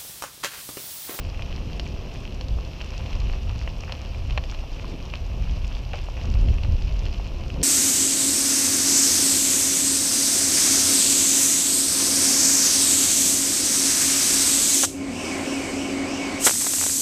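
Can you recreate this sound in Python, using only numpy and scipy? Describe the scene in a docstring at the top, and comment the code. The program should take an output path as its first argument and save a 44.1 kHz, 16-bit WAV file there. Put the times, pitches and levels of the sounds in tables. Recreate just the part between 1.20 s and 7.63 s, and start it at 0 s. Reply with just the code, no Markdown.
"""A bicycle rolls steadily along a fine gravel trail, heard from a camera in a plastic housing.
From the start the tyres crush grit into a crackle, the frame hums and the camera whines faintly.
Flicked stones ring the housing briefly, loudest at 0.6, 2.7 and 3.2 s, between gusts on the microphone.
Loosened gravel rattles now and then, most at 4.7 s. The strongest gusts follow at 5.1-5.5 s."""
import sys
import numpy as np
from scipy import signal
from scipy.fft import rfft, irfft, next_fast_len
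from scipy.io import wavfile
from scipy.ndimage import uniform_filter1d, map_coordinates

SR = 44100
rng = np.random.default_rng(int(sys.argv[2]) if len(sys.argv) > 2 else 0)


def to_wav(sig):
    """Store sig (one row per channel, or 1-D mono) as 16-bit WAV at the path in sys.argv[1].

    Samples outside -1..1 are clipped; the rate is SR.
    """
    pcm = np.clip(np.atleast_2d(sig), -1, 1) * 32767
    pcm = np.round(pcm).astype(np.int16)
    wavfile.write(sys.argv[1], SR, pcm.T)  # frames by channels


N = 283563

# Table levels are relative; each source adds its own trim.
# tyre crunch: time_s, level_db
CRUNCH_LEVEL = [(0.0, -49), (0.66, -46.5), (1.2, -50), (1.83, -45), (2.29, -49.5), (2.52, -48),
                (4.48, -48.5), (4.96, -47), (5.77, -48), (6.43, -48)]
# grit, finest grains, rolling noise, plastic housing: freq_hz, gain_db
GRIT_SPECTRUM = [(300, -13.5), (800, -4), (1500, -11.5), (2000, -11), (2350, -5), (2650, 0), (3100, -3.5),
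                 (3400, -9.5), (3920, -11), (4170, -6.5), (4450, -13.5), (5600, -7.5), (6800, -18.5),
                 (9000, -33.5)]
SAND_SPECTRUM = [(1000, -36), (3500, 5), (4200, -9.5), (4600, 3), (5100, 1.5), (6200, -8), (7500, -7.5),
                 (9000, -8), (14000, -29)]
ROLL_SPECTRUM = [(120, 13.5), (280, -10), (600, 3), (780, -9), (1050, -0.5), (1450, -17.5), (2200, -32),
                 (5000, -64)]
HOUSING_SPECTRUM = [(100, -33.5), (380, -9), (560, -0.5), (820, -2), (1200, -3), (1600, -8.5), (2100, -6.5),
                    (2600, 2.5), (3150, -1), (3800, -8), (4300, -1.5), (5700, -1.5), (7000, -8),
                    (9000, -23), (11500, -23), (15000, -39)]
# bicycle resonances: centre_hz, width_hz, gain_db
FRAME_MODES = [(378.8, 5.6, 4.5), (525.3, 13.3, 1), (669, 71, -3), (825, 18, -9)]
# loudest flicked stones: start_s, level_db, pitch_hz
LOUD_STONES = [(.194, -27, 1770), (.222, -24, 3140), (.597, -17.5, 3780), (1.211, -24, 3950),
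               (1.3865, -31, 1270), (1.605, -27.5, 3000), (1.613, -22.5, 2920), (1.861, -28.5, 3050),
               (2.135, -29, 2340), (2.476, -23, 2000), (2.636, -27, 2080), (2.6955, -26.5, 1750),
               (2.7225, -18, 3600), (2.947, -30, 2390), (3.099, -29, 2940), (3.1764, -14, 2700),
               (3.180, -17, 1870), (3.239, -26, 3440), (3.2984, -26, 3830), (3.347, -28, 3200),
               (3.9377, -20.5, 2100), (4.551, -26.5, 3740), (4.734, -22.5, 2420), (4.7404, -25, 1250),
               (4.886, -26.5, 1000), (5.014, -30, 2910), (5.286, -26, 2950), (5.435, -24, 3300),
               (5.8646, -27.5, 3020), (5.998, -30.5, 1030), (6.302, -25, 2980), (6.416, -26, 4100)]
# loosened gravel: start_s, level_db, pitch_hz, t60_s
RATTLES = [(.664, -37, 2520, .039), (1.606, -43, 2710, 0.14), (1.915, -45, 3000, 0.21),
           (2.671, -41, 1780, 0.34), (3.425, -37, 900, 0.12), (3.644, -36.5, 1070, .06),
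           (4.736, -32, 670, 0.12), (4.745, -38.5, 2700, 0.2), (4.967, -39.5, 2500, 0.17)]
# large and small wind eddies: time_s, level_db
BUFFET_LEVEL = [(0.0, -29.5), (0.83, -31), (0.85, -35.5), (1.25, -30), (1.32, -21.5), (1.55, -36.5),
                (2.1, -21), (2.21, -31), (2.24, -24.5), (2.76, -33.5), (3.16, -23), (3.21, -28.5),
                (3.87, -33), (4.28, -22.5), (4.64, -29.5), (5.02, -29), (5.14, -18), (5.32, -17),
                (5.44, -26), (5.49, -15.5), (5.61, -23), (5.89, -23.5), (5.91, -27.5), (6.24, -28.5)]
FLUTTER_LEVEL = [(0.0, -42), (0.11, -47), (0.48, -38.5), (1.79, -46), (1.88, -43.5), (3.49, -46),
                 (3.74, -37), (3.89, -47), (4.21, -44.5), (4.91, -48), (5.1, -35), (5.12, -44),
                 (5.28, -32.5), (5.35, -43.5), (5.55, -39.5), (5.62, -44.5), (6.3, -41.5), (6.43, -31)]
# large and small wind eddies: freq_hz, gain_db
BUFFET_SPECTRUM = [(10, -28), (22, -5.5), (35, -0.5), (65, -5), (100, -12), (150, -23.5), (300, -39.5),
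                   (700, -117)]
FLUTTER_SPECTRUM = [(50, -24), (100, -4.5), (150, -1), (230, -6), (370, -11), (600, -17), (1500, -53)]

STONE_HZ = 3040  # typical pitch


def tyres():
    """Grit hisses, gravel crackles, rolling shakes the bicycle; loose patches stir gravel most."""
    crunch_db = envelope(CRUNCH_LEVEL)
    patch_db = 0.7 * wobble(20)
    grit = grains(GRIT_SPECTRUM, count=24000, pitch_hz=4460, log_spread=0.48, scatter_db=1.5, cycles=0.3)
    gravel = grains(HOUSING_SPECTRUM, count=1800, pitch_hz=2940, log_spread=0.54, scatter_db=8,
                    cycles=0.84)
    sand = grains(SAND_SPECTRUM, count=1800, pitch_hz=5040, log_spread=0.24, scatter_db=0.5, cycles=2)
    crunch = amp(-0.3 + patch_db) * grit + amp(-5 + 4.6 * patch_db) * gravel
    crunch += amp(-12 + 2.8 * wobble(35)) * sand
    roll_db = -46.6 + 0.23 * (crunch_db - crunch_db.mean())
    rolling = amp(-4) * frame_hum()
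    rolling += amp(1.66 + patch_db + 2.2 * wobble(14)) * noise(ROLL_SPECTRUM)
    return amp(crunch_db) * crunch + amp(roll_db) * rolling


def grains(spectrum, count, pitch_hz, log_spread, scatter_db, cycles):
    """Contacts of random time, pitch and size ring a body with this spectrum; rms 1."""
    starts = rng.integers(0, N, count)
    pitch_draw, size_draw = rng.standard_normal((2, count))
    snaps = snap(np.minimum(pitch_hz * np.exp(log_spread * pitch_draw), SR / 4), cycles)
    snaps /= np.linalg.norm(snaps, axis=1, keepdims=True)
    sizes = amp(scatter_db * np.minimum(size_draw, 2.2)) * rng.choice([-1, 1], count)
    indices = starts[:, None] + np.arange(snaps.shape[1])
    contacts = np.bincount(indices.ravel(), (snaps * sizes[:, None]).ravel(), N)[:N]
    return unit(signal.fftconvolve(contacts, impulse_response(spectrum))[:N])


def stones():
    """Each stone snaps, scrapes and rebounds, ringing the housing; small, high ones crack harder."""
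    out, housing = np.zeros(N + SR), impulse_response(HOUSING_SPECTRUM)
    t = np.arange(len(housing)) / SR
    for start_s, level_db, pitch_hz in list(LOUD_STONES) + pebbles(count=16):
        cycles = 0.7 * max(pitch_hz / STONE_HZ, 0.8) ** 1.4
        crack_db = -4.5 + 16 * np.log2(pitch_hz / STONE_HZ)
        rebound_s = 0.000735 * np.exp(0.13 * rng.standard_normal())
        strike = snap(pitch_hz, cycles, size=len(t))[0]
        scrape = amp(-15 - 60 * t / 0.036) * rng.standard_normal(len(t))
        contact = soften(strike + scrape, cutoff_hz=1.56 * pitch_hz)
        contact += amp(crack_db) * signal.unit_impulse(len(t), 6)  # stone on stone
        contact -= 0.38 * np.interp(t - rebound_s, t, contact, left=0)
        tick = signal.fftconvolve(contact, housing)
        out[round(start_s * SR):][:len(tick)] += amp(level_db + 1.7) * tick / np.abs(tick).max()
    return out[:N]


def pebbles(count):
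    """Lesser stones at random moments: start_s, level_db, pitch_hz."""
    level_draw, pitch_draw = rng.standard_normal((count, 2)).T
    level_db = -31.5 + 3 * level_draw
    pitch_hz = np.clip(STONE_HZ * 2 ** (0.61 * pitch_draw), 1000, 4200)
    return list(zip(rng.uniform(0, N / SR, count), level_db, pitch_hz))


def loose_gravel(contacts_per_s=1400):
    """Loosened stones rattle and settle in quickly fading clusters."""
    out, housing = np.zeros(N + SR), impulse_response(HOUSING_SPECTRUM)
    t = np.arange(SR // 4) / SR
    for start_s, level_db, pitch_hz, t60_s in RATTLES:
        contacts = rng.standard_normal(len(t)) * (rng.random(len(t)) < contacts_per_s / SR)
        strike = soften(snap(pitch_hz, cycles=0.5)[0], cutoff_hz=3200)
        knock = np.convolve(strike, housing)
        rattle = unit(signal.fftconvolve(contacts, knock)[:len(t)])
        out[round(start_s * SR):][:len(t)] += amp(level_db - 60 * t / t60_s) * rattle
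    return out[:N]


def wind():
    """Large eddies thump the microphone; small ones flutter in the upper bass."""
    buffet = amp(envelope(BUFFET_LEVEL) + 0.5) * eddies(BUFFET_SPECTRUM, span_s=0.112, evenness=0.77)
    flutter = amp(envelope(FLUTTER_LEVEL) + 1) * eddies(FLUTTER_SPECTRUM, span_s=0.11, evenness=0.52)
    return buffet + flutter


def eddies(spectrum, span_s, evenness):
    """Turbulence of fairly even strength; rms 1."""
    turbulence = noise(spectrum)
    power = np.abs(uniform_filter1d(turbulence ** 2, int(span_s * SR)))
    return unit(turbulence / np.sqrt(power + 1e-6) ** evenness)


def frame_hum():
    """Random vibration drives the bicycle's resonances; rms 1."""
    def response(hz):
        return sum(amp(gain_db) * 1j * hz * width_hz / (centre_hz ** 2 - hz ** 2 + 1j * hz * width_hz)
                   for centre_hz, width_hz, gain_db in FRAME_MODES)
    return unit(filtered(rng.standard_normal(N), response))


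def camera_whine(pitch_hz=12409):
    """A thin tone with unsteady phase."""
    jitter_rad = 0.8 * wobble(30) + 0.55 * wobble(260)
    return amp(-75) * np.sin(2 * np.pi * pitch_hz * np.arange(N) / SR + jitter_rad)


def snap(pitch_hz, cycles, size=256):
    """Damped sines, one row per contact, down to 1/e after `cycles`."""
    turns = np.outer(pitch_hz, np.arange(size) / SR)
    return np.sin(2 * np.pi * turns) * np.exp(-turns / cycles)


def soften(x, cutoff_hz):
    """Low-pass: a longer contact holds less treble."""
    return signal.sosfilt(signal.butter(6, min(cutoff_hz, SR / 3), fs=SR, output="sos"), x)


def impulse_response(spectrum, size=1024):
    """Minimum-phase ring of a body with this spectrum."""
    cepstrum = irfft(np.log(gain(spectrum, np.fft.rfftfreq(size, 1 / SR)) + 1e-6))
    cepstrum[1:size // 2] *= 2
    cepstrum[size // 2 + 1:] = 0
    return irfft(np.exp(rfft(cepstrum)))


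def noise(spectrum):
    """Coloured noise; rms 1."""
    return unit(filtered(rng.standard_normal(N), lambda hz: gain(spectrum, hz)))


def filtered(x, response):
    """x through a frequency response."""
    size = next_fast_len(N + SR // 2)
    return irfft(rfft(x, size) * response(np.fft.rfftfreq(size, 1 / SR)), size)[:N]


def gain(spectrum, hz):
    """Spectrum joined on a log axis; falls 24 dB/octave above its last point."""
    freq_hz, gain_db = np.transpose(spectrum)
    rolloff = np.maximum(hz / freq_hz[-1], 1) ** 4
    return amp(np.interp(np.log(hz + 1), np.log(freq_hz), gain_db)) / rolloff


def envelope(rows):
    """level_db at every sample."""
    time_s, level_db = np.transpose(rows)
    return np.interp(np.arange(N) / SR, time_s, level_db)


def wobble(rate_hz):
    """Smooth curve through random knots."""
    knots = rng.standard_normal(int(N * rate_hz / SR) + 4)
    return map_coordinates(knots, [np.arange(N) * rate_hz / SR])


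def amp(db):
    """Decibels to gain."""
    return 10 ** (np.asarray(db) / 20)


def unit(x):
    """x at rms 1."""
    return x / np.sqrt(np.mean(x ** 2) + 1e-20)


def scene():
    """Tyres, stones, loose gravel and wind; mono."""
    return (tyres() + stones() + loose_gravel() + wind())[None]


def record(dry):
    """The camera adds hiss and whine, then limits the band."""
    top_hz = 15400
    hiss = amp(-70.5) * rng.standard_normal(N)
    return filtered(dry[0] + hiss + camera_whine(), lambda hz: hz < top_hz)[None]


dry = scene()
out = record(dry)
to_wav(out)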